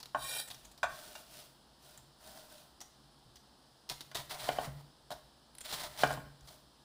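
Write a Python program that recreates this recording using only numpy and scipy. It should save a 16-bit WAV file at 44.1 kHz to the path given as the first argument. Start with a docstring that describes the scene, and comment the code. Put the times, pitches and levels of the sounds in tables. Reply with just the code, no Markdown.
"""A knife on a wooden board in a small kitchen, heard from close above: blows ring modes as dying sines.
The blade crunches twice through a wedge of cabbage, landing on the wood: dense clicks for bursting cells.
Before that, a gloved hand drops torn leaves into a steel mesh bowl (clicks through narrow resonances)
and sweeps up scraps (coloured friction clicks); leaves snap throughout.
Bumps, worktop rumble, short echoes and faint hiss with a drone complete it. Table levels are relative."""
import sys
import numpy as np
from scipy import signal
from scipy.io import wavfile
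from scipy.ndimage import uniform_filter1d

SR = 44100
rng = np.random.default_rng(int(sys.argv[2]) if len(sys.argv) > 2 else 0)


def master_out(mix):
    """Clip the mix to full scale and print it as 16-bit PCM to the path in sys.argv[1]."""
    frames = np.transpose(np.atleast_2d(mix))
    ceiling = np.clip(frames, -1, 1)
    pcm = np.round(ceiling * 32767).astype(np.int16)
    wavfile.write(sys.argv[1], SR, pcm)


N = 301644
T = np.arange(N) / SR

# knife meets board: t/s, level/dB, press (0 loose to 1 firm), low-pass f/Hz, blade note f/Hz
KNIFE_BLOWS = [(0.1474, -28.5, 0.4, 1280, 1090), (0.831, -27, 0.03, 2680, 1525),
               (1.153, -50, .3, 4000, 2800), (4.115, -54, 0.65, 3500, 2030), (4.4895, -33.5, 1, 2800, 2070),
               (4.586, -34.5, 0.91, 1600, 767), (5.105, -43, 0.47, 900, 705),
               (5.1167, -38.5, 0.4, 696, 625), (6.0346, -24, 0.86, 2700, 1600),
               (6.1053, -36, 0.53, 1690, 1490), (6.174, -45.5, 0.6, 1520, 1070)]
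# modes of the wooden board: f/Hz, level/dB, t60/s under a loose blade
BOARD_MODES = [(142, -8.5, 0.47), (287, -12.5, 0.22), (440, -66, 0.062), (596, 1, 0.069), (653, -3.5, 0.1),
               (682, -3, 0.11), (793, -6, 0.1), (879, -2, 0.06), (1094, -4, 0.11), (1340, -39, .06),
               (1464, -5, 0.14), (1518, -1.5, 0.067), (1553, 5, 0.037), (1835, -15.5, 0.29),
               (1970, -12, 0.053), (2510, -12, 0.059), (3240, -50, 0.037)]
# thud under a pressed blade: f/Hz, level/dB, t60/s
THUD_MODES = [(717, 2, 0.017), (487, -3.5, 0.0091), (1435, -26, 0.0023), (3057, -7, 0.012)]
# modes of the steel blade: f/Hz, level/dB, t60/s
BLADE_MODES = [(2352, 2.5, 0.063), (3475, -4, 0.1), (3840, -1, 0.03), (4190, -19, 0.064),
               (5400, -24, 0.041), (6330, -15, .06), (7430, -14, .05)]
# spectrum of the blade's tick: f/Hz, level/dB
TICK_STEEL = [(300, -36), (1500, -4), (2700, -1), (4000, 0.0), (8000, -9.5), (15000, -24)]
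# spectrum of the rattle and bounce: f/Hz, level/dB
CLATTER = [(400, -40), (620, 4), (900, 0), (1250, -1.0), (1550, -6), (1800, 4.5), (2100, -50), (4000, -36.0)]
# pressing lowers the board's high-pass, so it reaches the bass, and shortens its ring by a factor
LOOSE_LOW_HZ, PRESSED_LOW_HZ, PRESSED_RING = 1170, 111, 0.57
# level against the ring when loose, and the change when fully pressed
THUD_DB, THUD_PRESS_DB, RATTLE_DB, RATTLE_PRESS_DB = -2.5, 21, -4.5, -1.5
# a sharper blow, one with a higher low-pass, ticks louder
TICK_DB, TICK_REF_HZ, TICK_DB_PER_OCTAVE = -1.5, 2600, 12.5
BOUNCE_S, BOUNCE_DB = 0.007, -4.5  # a loose blade lands a second time


def knocks():
    """Modal impact: a blow rings board and blade; contact pressure sets bass, damping, thud and bounce."""
    t = np.arange(SR // 2) / SR
    out = np.zeros(N)
    for s, db, press, high_hz, blade_hz in KNIFE_BLOWS:
        length = PRESSED_RING ** press
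        low_hz = LOOSE_LOW_HZ * (PRESSED_LOW_HZ / LOOSE_LOW_HZ) ** press
        wood = ring([(hz, mode_db, t60 * length) for hz, mode_db, t60 in BOARD_MODES], t)
        wood = band(band(wood, low_hz, "high"), high_hz, "low")

        thud = amp(THUD_DB + THUD_PRESS_DB * press) * ring(THUD_MODES, t) * (1 - np.exp(-t / 0.0012))

        click = colour(rng.standard_normal(len(t)) * np.exp(-t / 0.0074), TICK_STEEL)
        tick = 0.33 * click + 0.31 * ring(BLADE_MODES, t)
        tick *= amp(TICK_DB + TICK_DB_PER_OCTAVE * np.log2(high_hz / TICK_REF_HZ))
        note = np.sin(2 * np.pi * blade_hz * t) * np.exp(-t / (0.017 * length ** 2))

        rattle = clatter(t, high_hz)
        bounce = clatter(t, high_hz)
        rattle_gain = amp(RATTLE_DB + RATTLE_PRESS_DB * press)
        add(out, s, amp(db) * (wood + thud + tick + note + rattle_gain * rattle))
        looseness = max(1 - press, 0)
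        add(out, s + BOUNCE_S, amp(db + BOUNCE_DB) * looseness * (tick + amp(1) * bounce))
    return out


def clatter(t, high_hz):
    """Broadband contact noise: an exponentially decaying burst shaped by a spectrum."""
    burst = rng.standard_normal(len(t)) * np.exp(-t / 0.01)
    return band(colour(burst, CLATTER), high_hz, "low")


# pushes of the blade through the wedge: t/s, length/s, crunch level/dB, board level/dB
BLADE_PUSHES = [(4.174, 0.026, -48, -47.5), (4.301, 0.021, -41.5, -43), (4.34, 0.0086, -48, -41.5),
                (4.383, 0.021, -48, -51), (4.412, 0.074, -46, -43.5), (4.508, .15, -52, -46.5),
                (4.761, 0.047, -67, -62), (5.648, 0.0092, -42, -50), (5.684, 0.062, -41.5, -45.5),
                (5.757, 0.099, -44.5, -44.5), (5.899, 0.081, -59, -56.5), (5.984, 0.04, -40, -41.5),
                (6.033, 0.11, -50.5, -46.5)]
# spectrum of crisp leaf tissue, shared by cuts and snaps: f/Hz, level/dB
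CRISP_LEAF = [(300, -37.5), (900, 6.5), (1600, 2), (2400, 0.5), (3200, 5.5), (4000, 6.5), (5200, 1),
              (6800, -7.5), (9500, -3), (12500, -15), (15500, -1.5)]
# spectrum of the wood driven by leaves, shared by cuts and snaps: f/Hz, level/dB
DRIVEN_WOOD = [(40, -8.5), (140, -4.5), (220, -14), (400, -7.5), (560, -7), (680, 1), (900, 1.5),
               (1200, -3.5), (1550, -8.5), (2200, -8), (4000, -21.5)]
CUT_RISE_S, CUT_T60_S = 0.0033, 0.097
CUT_SWELL_DB, CUT_BOARD_SWELL_DB = 1.5, 6  # change over a push, as the blade nears the wood
CUT_CATCH_DB = 1.5  # the blade catches and slips


def cuts():
    """Fracture noise: cells burst in a dense crunch, single fibres crack and the board murmurs beneath."""
    cells = grains(per_s=12000, spread_db=-0.5, clump_db=1.0)
    fibres = grains(per_s=200, spread_db=1.5, clump_db=1.5)
    crunch, push = np.zeros((2, N))
    for s, length, crunch_db, board_db in BLADE_PUSHES:
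        crunch += amp(crunch_db) * stroke(s, length, CUT_RISE_S, CUT_T60_S, CUT_SWELL_DB)
        push += amp(board_db) * stroke(s, length, CUT_RISE_S, CUT_T60_S, CUT_BOARD_SWELL_DB)
    tearing = (cells + fibres / 2) * catching(CUT_CATCH_DB)
    leaf = amp(-2.0) * colour(tearing * crunch, CRISP_LEAF)
    wood = amp(-4.5) * colour(tearing * push, DRIVEN_WOOD)
    return leaf + wood + amp(-10) * board(cells * push)


# leaves snapping: t/s, level/dB, length/s, leaf resonance f/Hz
LEAF_SNAPS = [(.002, -45, 0.007, 4650), (.029, -42, 0.0038, 4150), (0.057, -41, 0.0028, 4140),
              (.476, -47.5, 0.012, 7600), (.503, -44, 0.011, 3520), (.544, -46, 0.0052, 5360),
              (.648, -52, 0.0077, 6760), (.714, -52.5, 0.0062, 7500), (0.777, -52, 0.0089, 4500),
              (1.155, -48, 0.0038, 5360), (1.976, -48.5, 0.0044, 7250), (2.8047, -44.5, 0.0026, 5640),
              (2.812, -48, 0.01, 5770), (3.357, -48.5, 0.0039, 5500), (3.367, -57, 0.0043, 4200),
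              (3.891, -35, 0.0018, 4700), (3.898, -29, 0.001, 3930), (3.900, -40, 0.02, 3970),
              (4.007, -44, 0.0076, 4030), (4.1145, -45.5, 0.0023, 4400), (4.147, -37.5, 0.005, 3600),
              (4.152, -35.5, 0.019, 3640), (5.105, -45, 0.022, 3950), (5.551, -46.5, 0.0024, 10400),
              (5.584, -38, .001, 9100), (5.607, -40, 0.0016, 8750), (5.612, -40.5, 0.0038, 7400),
              (5.726, -36, 0.016, 3900), (5.975, -45, 0.0027, 3960), (6.073, -40.5, .003, 4700),
              (6.126, -38.5, 0.0023, 7400), (6.408, -56, .002, 6500), (6.475, -52.5, 0.016, 3760)]
# a thicker rib takes longer to break and to fade
SNAP_T60_S, SNAP_REF_S, SNAP_T60_POWER = 0.028, 0.0032, 0.46
# and shakes the board more, per doubling of its length
SNAP_BOARD_DB, SNAP_BOARD_DB_PER_OCTAVE = -14.5, 4
SNAP_CLICK_DB = 12  # the first break against the run of cells


def snaps():
    """Brittle fracture: a crack and a short run of bursting cells excite the leaf and, in part, the board."""
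    t = np.arange(SR // 4) / SR
    leaf, burst, push = np.zeros((3, N))
    cells = grains(per_s=18000, spread_db=3.0, clump_db=2.04)
    for s, db, length, leaf_hz in LEAF_SNAPS:
        thickness = length / SNAP_REF_S
        t60 = SNAP_T60_S * thickness ** SNAP_T60_POWER
        run = amp(db - 60 * np.maximum(t - length, 0) / t60) * cells[round(s * SR):][:len(t)]
        run[SR // 1000] += amp(db + SNAP_CLICK_DB)
        add(burst, s, run)
        add(push, s, run * amp(SNAP_BOARD_DB + SNAP_BOARD_DB_PER_OCTAVE * np.log2(thickness)))
        # the shorter the snap, the more of it is one clean crack
        crack = np.exp(-t / 0.00018) * np.sin(2 * np.pi * leaf_hz * t)
        crack *= amp(db - 1) * np.exp(-length / 0.0022)
        add(leaf, s, crack + amp(3.5) * resonate(run, leaf_hz, width=950))
    return leaf + amp(-10.5) * colour(burst, CRISP_LEAF) + amp(-1.5) * colour(push, DRIVEN_WOOD)


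# glove and scraps sweeping the wood: t/s, length/s, hiss level/dB, board level/dB
GLOVE_SWEEPS = [(0.453, 0.22, -64, -68.5), (0.905, 0.29, -52.5, -55.5), (1.315, 0.095, -50.5, -56.5),
                (1.829, 0.12, -58.5, -61.5), (2.23, 0.18, -54.5, -54), (2.508, 0.093, -57, -59.5),
                (6.47, 0.062, -58, -59)]
# spectrum of the glove's hiss: f/Hz, level/dB
GLOVE_HISS = [(500, -19), (1500, -8), (2300, -5.5), (3200, -3), (5000, -3.5), (6800, -10.5), (9500, -7),
              (12500, -14.5), (15500, -7)]
# spectrum of the drag on the wood: f/Hz, level/dB
DRAG = [(100, -5.0), (280, -1.5), (480, -3.5), (630, 5.0), (1150, -10), (1480, 0.0), (2100, -5.0),
        (4000, -23.5)]
SWEEP_RISE_S, SWEEP_T60_S, SWEEP_SWELL_DB = 0.021, 0.35, -3
SWEEP_CATCH_DB = 2  # the glove catches and slips


def sweeps():
    """Stick-slip friction: the glove rubs the wood finely, with small ticks as scraps catch and slip."""
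    rub = grains(per_s=9000, spread_db=0.5, clump_db=1.55)
    ticks = grains(per_s=120, spread_db=0.0, clump_db=3.0)
    rub = rub + ticks / 4
    hiss, push = np.zeros((2, N))
    for s, length, hiss_db, board_db in GLOVE_SWEEPS:
        friction = rub * stroke(s, length, SWEEP_RISE_S, SWEEP_T60_S, SWEEP_SWELL_DB)
        hiss += amp(hiss_db) * friction
        push += amp(board_db) * friction
    uneven = catching(SWEEP_CATCH_DB)
    hiss *= uneven ** 0.34  # the board feels the catches more than the hiss does
    push *= uneven
    return amp(-2.0) * colour(hiss, GLOVE_HISS) + amp(-8.5) * board(push) + amp(-6.5) * colour(push, DRAG)


# resonances of the steel mesh bowl: f/Hz, width/Hz, level/dB
BOWL_RESONANCES = [(1480, 40, -9), (1850, 27, -7), (2400, 35, -6), (2750, 35, -12), (3140, 30, -5),
                   (3480, 35, -11), (3780, 45, 0), (3930, 50, -6), (4635, 39, -4), (5130, 40, -10),
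                   (5550, 45, -8), (6990, 53, -10), (8040, 63, -2), (8800, 90, -9), (9030, 120, -8),
                   (9200, 60, -10), (10040, 90, -6), (10600, 54, -10), (11200, 70, -12), (14000, 160, -12),
                   (14400, 60, -12), (15200, 80, -10)]
# spectrum of the rustling leaves: f/Hz, level/dB
LEAF_RUSTLE = [(240, -26), (400, -7.5), (763, 1.5), (1350, -15), (1890, 3), (2140, -55), (2350, -10),
               (2740, -21), (3840, 0), (4140, -8), (6570, -14), (8030, -14), (15800, -17)]
# a handful of leaves slides into the bowl, louder as more of it lands
DROP_S, DROP_LENGTH_S, DROP_DB = 0.2, 0.2, -42.5
DROP_RISE_S, DROP_T60_S, DROP_SWELL_DB = 0.019, 0.1, 5


def drop():
    """Driven resonance: leaves brush the mesh, whose narrow resonances vary as the contact moves."""
    brush = grains(per_s=10000, spread_db=2.5, clump_db=2.5)
    steel = np.zeros(N)
    knots = T[::1500]
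    for hz, width, db in BOWL_RESONANCES:
        contact = np.interp(T, knots, rng.standard_normal(len(knots)))
        steel += amp(db + 2 * contact) * resonate(brush, hz, width)
    slide = amp(DROP_DB) * stroke(DROP_S, DROP_LENGTH_S, DROP_RISE_S, DROP_T60_S, DROP_SWELL_DB)
    return slide * (amp(-10.0) * colour(brush, LEAF_RUSTLE) + amp(-2.5) * unit(steel))


# soft bumps of hand and wedge: t/s, level/dB, low-pass f/Hz
SOFT_BUMPS = [(.53, -58, 40), (0.619, -62, 39.3), (1.979, -59, 60), (3.251, -62, 45), (3.905, -65, 150),
              (4.189, -63.5, 160), (4.674, -49.5, 150), (5.721, -55.5, 40), (6.176, -54.5, 183),
              (6.41, -60, 46)]
BUMP_RING_DB = 23  # the board's low modes against the worktop's rumble
BUMP_T60_S = 0.35  # the soft leaves damp the board


def bumps():
    """Soft impact: a long contact acts as a low-pass, leaving mainly the board's lowest modes, damped."""
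    t = np.arange(SR // 2) / SR
    out = np.zeros(N)
    wood = ring(BOARD_MODES, t) * amp(-60 * t / BUMP_T60_S)
    for s, db, high_hz in SOFT_BUMPS:
        add(out, s, amp(db + BUMP_RING_DB) * band(wood, high_hz, "low"))
    return out


# spectrum of the worktop's rumble: f/Hz, level/dB
RUMBLE = [(25, -10.5), (60, 18.0), (90, -12.0), (135, 13.5), (190, -17), (280, -9.0), (450, -31.0),
          (1200, -48)]
RUMBLE_DB, RUMBLE_PRESS_DB = -26.5, 4  # against a loose blow, and the change when fully pressed


def worktop():
    """Structure-borne sound: blows and bumps shake the worktop under the board as decaying low noise."""
    t = np.arange(SR // 2) / SR
    shake = np.zeros(N)
    blows = [(s, db + RUMBLE_DB + RUMBLE_PRESS_DB * press) for s, db, press, *_ in KNIFE_BLOWS]
    for s, db, *_ in blows + list(SOFT_BUMPS):
        add(shake, s, amp(db) * (1 - np.exp(-t / 0.00081)) * np.exp(-t / 0.066))
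    return colour(shake * rng.standard_normal(N), RUMBLE)


# reverberation of the kitchen: f/Hz, t60/s
KITCHEN_DECAY = [(150, 0.97), (700, 0.38), (2000, 0.54), (5000, 0.39), (14000, 0.57)]


def kitchen(x, near_db, tail_db):
    """Reverberation: early scatter from worktop and bowl, then a wall tail decaying by frequency."""
    t = np.arange(SR // 2) / SR
    signs = rng.choice([-1., 1.], (2, len(t)))
    near, far = signs * (rng.random((2, len(t))) < 0.1)  # sparse echoes
    near = near * (t > 0.003) * np.exp(-t / 0.02)
    hz, when, z = signal.stft(far * (t > 0.012), SR, nperseg=256)
    decay = amp(-60 * when / read(KITCHEN_DECAY, hz)[:, None])
    far = signal.istft(z * decay, SR, nperseg=256)[1][:len(t)]
    echo = amp(near_db) * near / np.linalg.norm(near) + amp(tail_db) * far / np.linalg.norm(far)
    return x + signal.fftconvolve(x, echo)[:N]


# broad spectrum of the faint background hiss: f/Hz, level/dB
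BACKGROUND_HISS = [(15, -44), (25, -35), (49, 3), (91, -14), (130, -16.5), (200, -3.5), (361, -7),
                   (392, -12), (425, -10.5), (857, -7.5), (1640, -17), (2150, -33), (3050, -12.5),
                   (4820, -16), (15800, -37.5)]
# finer colour of the background hiss: f/Hz, level/dB
HISS_FINE_COLOUR = [(1500, 2), (2100, 9.5), (2700, 0.5), (3000, -0.5), (5300, 5.5), (5600, 0), (6900, -2),
                    (8000, 5), (10300, 8), (11400, 2.5), (12800, 3), (15200, 9)]
# low drone of the kitchen: f/Hz, width/Hz, level/dB
DRONES = [(62, 5.3, -78.5), (137.3, 3.3, -74)]
HISS_DB = -64.5  # rms level of the background hiss


def background():
    """Filtered noise: a faint coloured hiss, and narrow bands that waver as a low drone."""
    hiss = colour(colour(rng.standard_normal(N), BACKGROUND_HISS), HISS_FINE_COLOUR)
    out = amp(HISS_DB) * unit(hiss)
    for hz, width, db in DRONES:
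        out += amp(db) * unit(resonate(rng.standard_normal(N), hz, width))
    return out


def board(x):
    """Modal filtering: friction rings the board, mostly at 450-900 Hz; keeps the power of white noise."""
    middle = signal.butter(1, [450, 900], "band", fs=SR, output="sos")
    taps = signal.sosfilt(middle, ring(BOARD_MODES, np.arange(SR // 4) / SR))
    return signal.oaconvolve(x, taps / np.linalg.norm(taps))[:N]


def ring(modes, t):
    """Modal superposition: dying sines of alternating sign."""
    out = np.zeros(len(t))
    for k, (hz, db, t60) in enumerate(modes):
        out += (-1) ** k * amp(db - 60 * t / t60) * np.sin(2 * np.pi * hz * t)
    return out


def grains(per_s, spread_db, clump_db):
    """Random impulse process: tiny clicks of uneven size in clumps a few ms long; rms 1."""
    clicks = rng.choice([-1., 1.], N) * (rng.random(N) < per_s / SR)
    clumps = unit(uniform_filter1d(rng.standard_normal(N), size=160))
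    sizes = np.minimum(rng.exponential(1, N), 4)
    return unit(clicks * amp(spread_db * sizes + clump_db * clumps))


def stroke(start, length, rise, t60, swell_db):
    """Amplitude envelope: a movement sets in, swells or eases while it lasts, and dies away."""
    t = T - start
    onset = (1 + np.tanh(t / rise / 2)) / 2
    swell = swell_db * (np.clip(t / length, 0, 1) - 0.5)
    return onset * amp(swell - 60 * np.maximum(t - length, 0) / t60)


def catching(db):
    """Amplitude modulation: the uneven gain of something that catches and slips."""
    points_per_s = 55
    return amp(db * np.interp(T * points_per_s, np.arange(2048), rng.standard_normal(size=2048)))


def colour(x, spectrum, size=4096):
    """Minimum-phase filtering: a causal filter of given spectrum; keeps the power of white noise."""
    log_gain = np.log(amp(read(spectrum, abs(np.fft.fftfreq(size, 1 / SR)))))
    response = np.exp(np.conj(signal.hilbert(log_gain)))
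    taps = np.fft.ifft(response).real[:size // 2]
    return signal.oaconvolve(x, taps / np.linalg.norm(taps))[:len(x)]


def resonate(x, hz, width):
    """Damped resonator: a complex one-pole filter of about unit peak gain."""
    r = np.exp(-np.pi * width / SR)
    return 2 * signal.lfilter([1 - r], [1, -r * np.exp(2j * np.pi * hz / SR)], x).real


def band(x, hz, kind):
    """Second-order filtering: a gentle high-pass or low-pass."""
    return signal.sosfilt(signal.butter(2, min(hz, SR / 3), kind, fs=SR, output="sos"), x)


def read(points, hz):
    """Logarithmic interpolation: reads a table of (f/Hz, value) on a log-frequency axis."""
    f, value = np.transpose(points)
    return np.interp(np.log(hz + 1), np.log(f + 1), value)


def amp(db):
    """Decibel law: amplitude from level."""
    return 10 ** (np.asarray(db) / 20)


def unit(x):
    """Normalisation to rms 1."""
    return x / np.sqrt(np.mean(x ** 2) + 1e-20)


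def add(mix, s, sound):
    """Superposition: adds a sound to the mix, in place, from s seconds on."""
    part = mix[round(s * SR):][:len(sound)]
    part += sound[:len(part)]


def scene():
    """Superposition: wood, leaves and bowl, each with its own echoes, over worktop and background."""
    wood = kitchen(knocks() + bumps(), near_db=-8.5, tail_db=-9.0)
    leaves = kitchen(cuts() + snaps() + sweeps(), near_db=-17.0, tail_db=-8)
    bowl = kitchen(drop(), near_db=-2.5, tail_db=-8.5)
    return (wood + leaves + bowl + worktop() + background())[None]


EDGE_HZ = 15560  # upper band limit


def record(dry):
    """Band limitation: a steep linear-phase low-pass."""
    taps = signal.firwin(511, EDGE_HZ, window=("kaiser", 8), fs=SR)
    return signal.oaconvolve(dry, taps[None], "same")


dry = scene()
out = record(dry)
master_out(out)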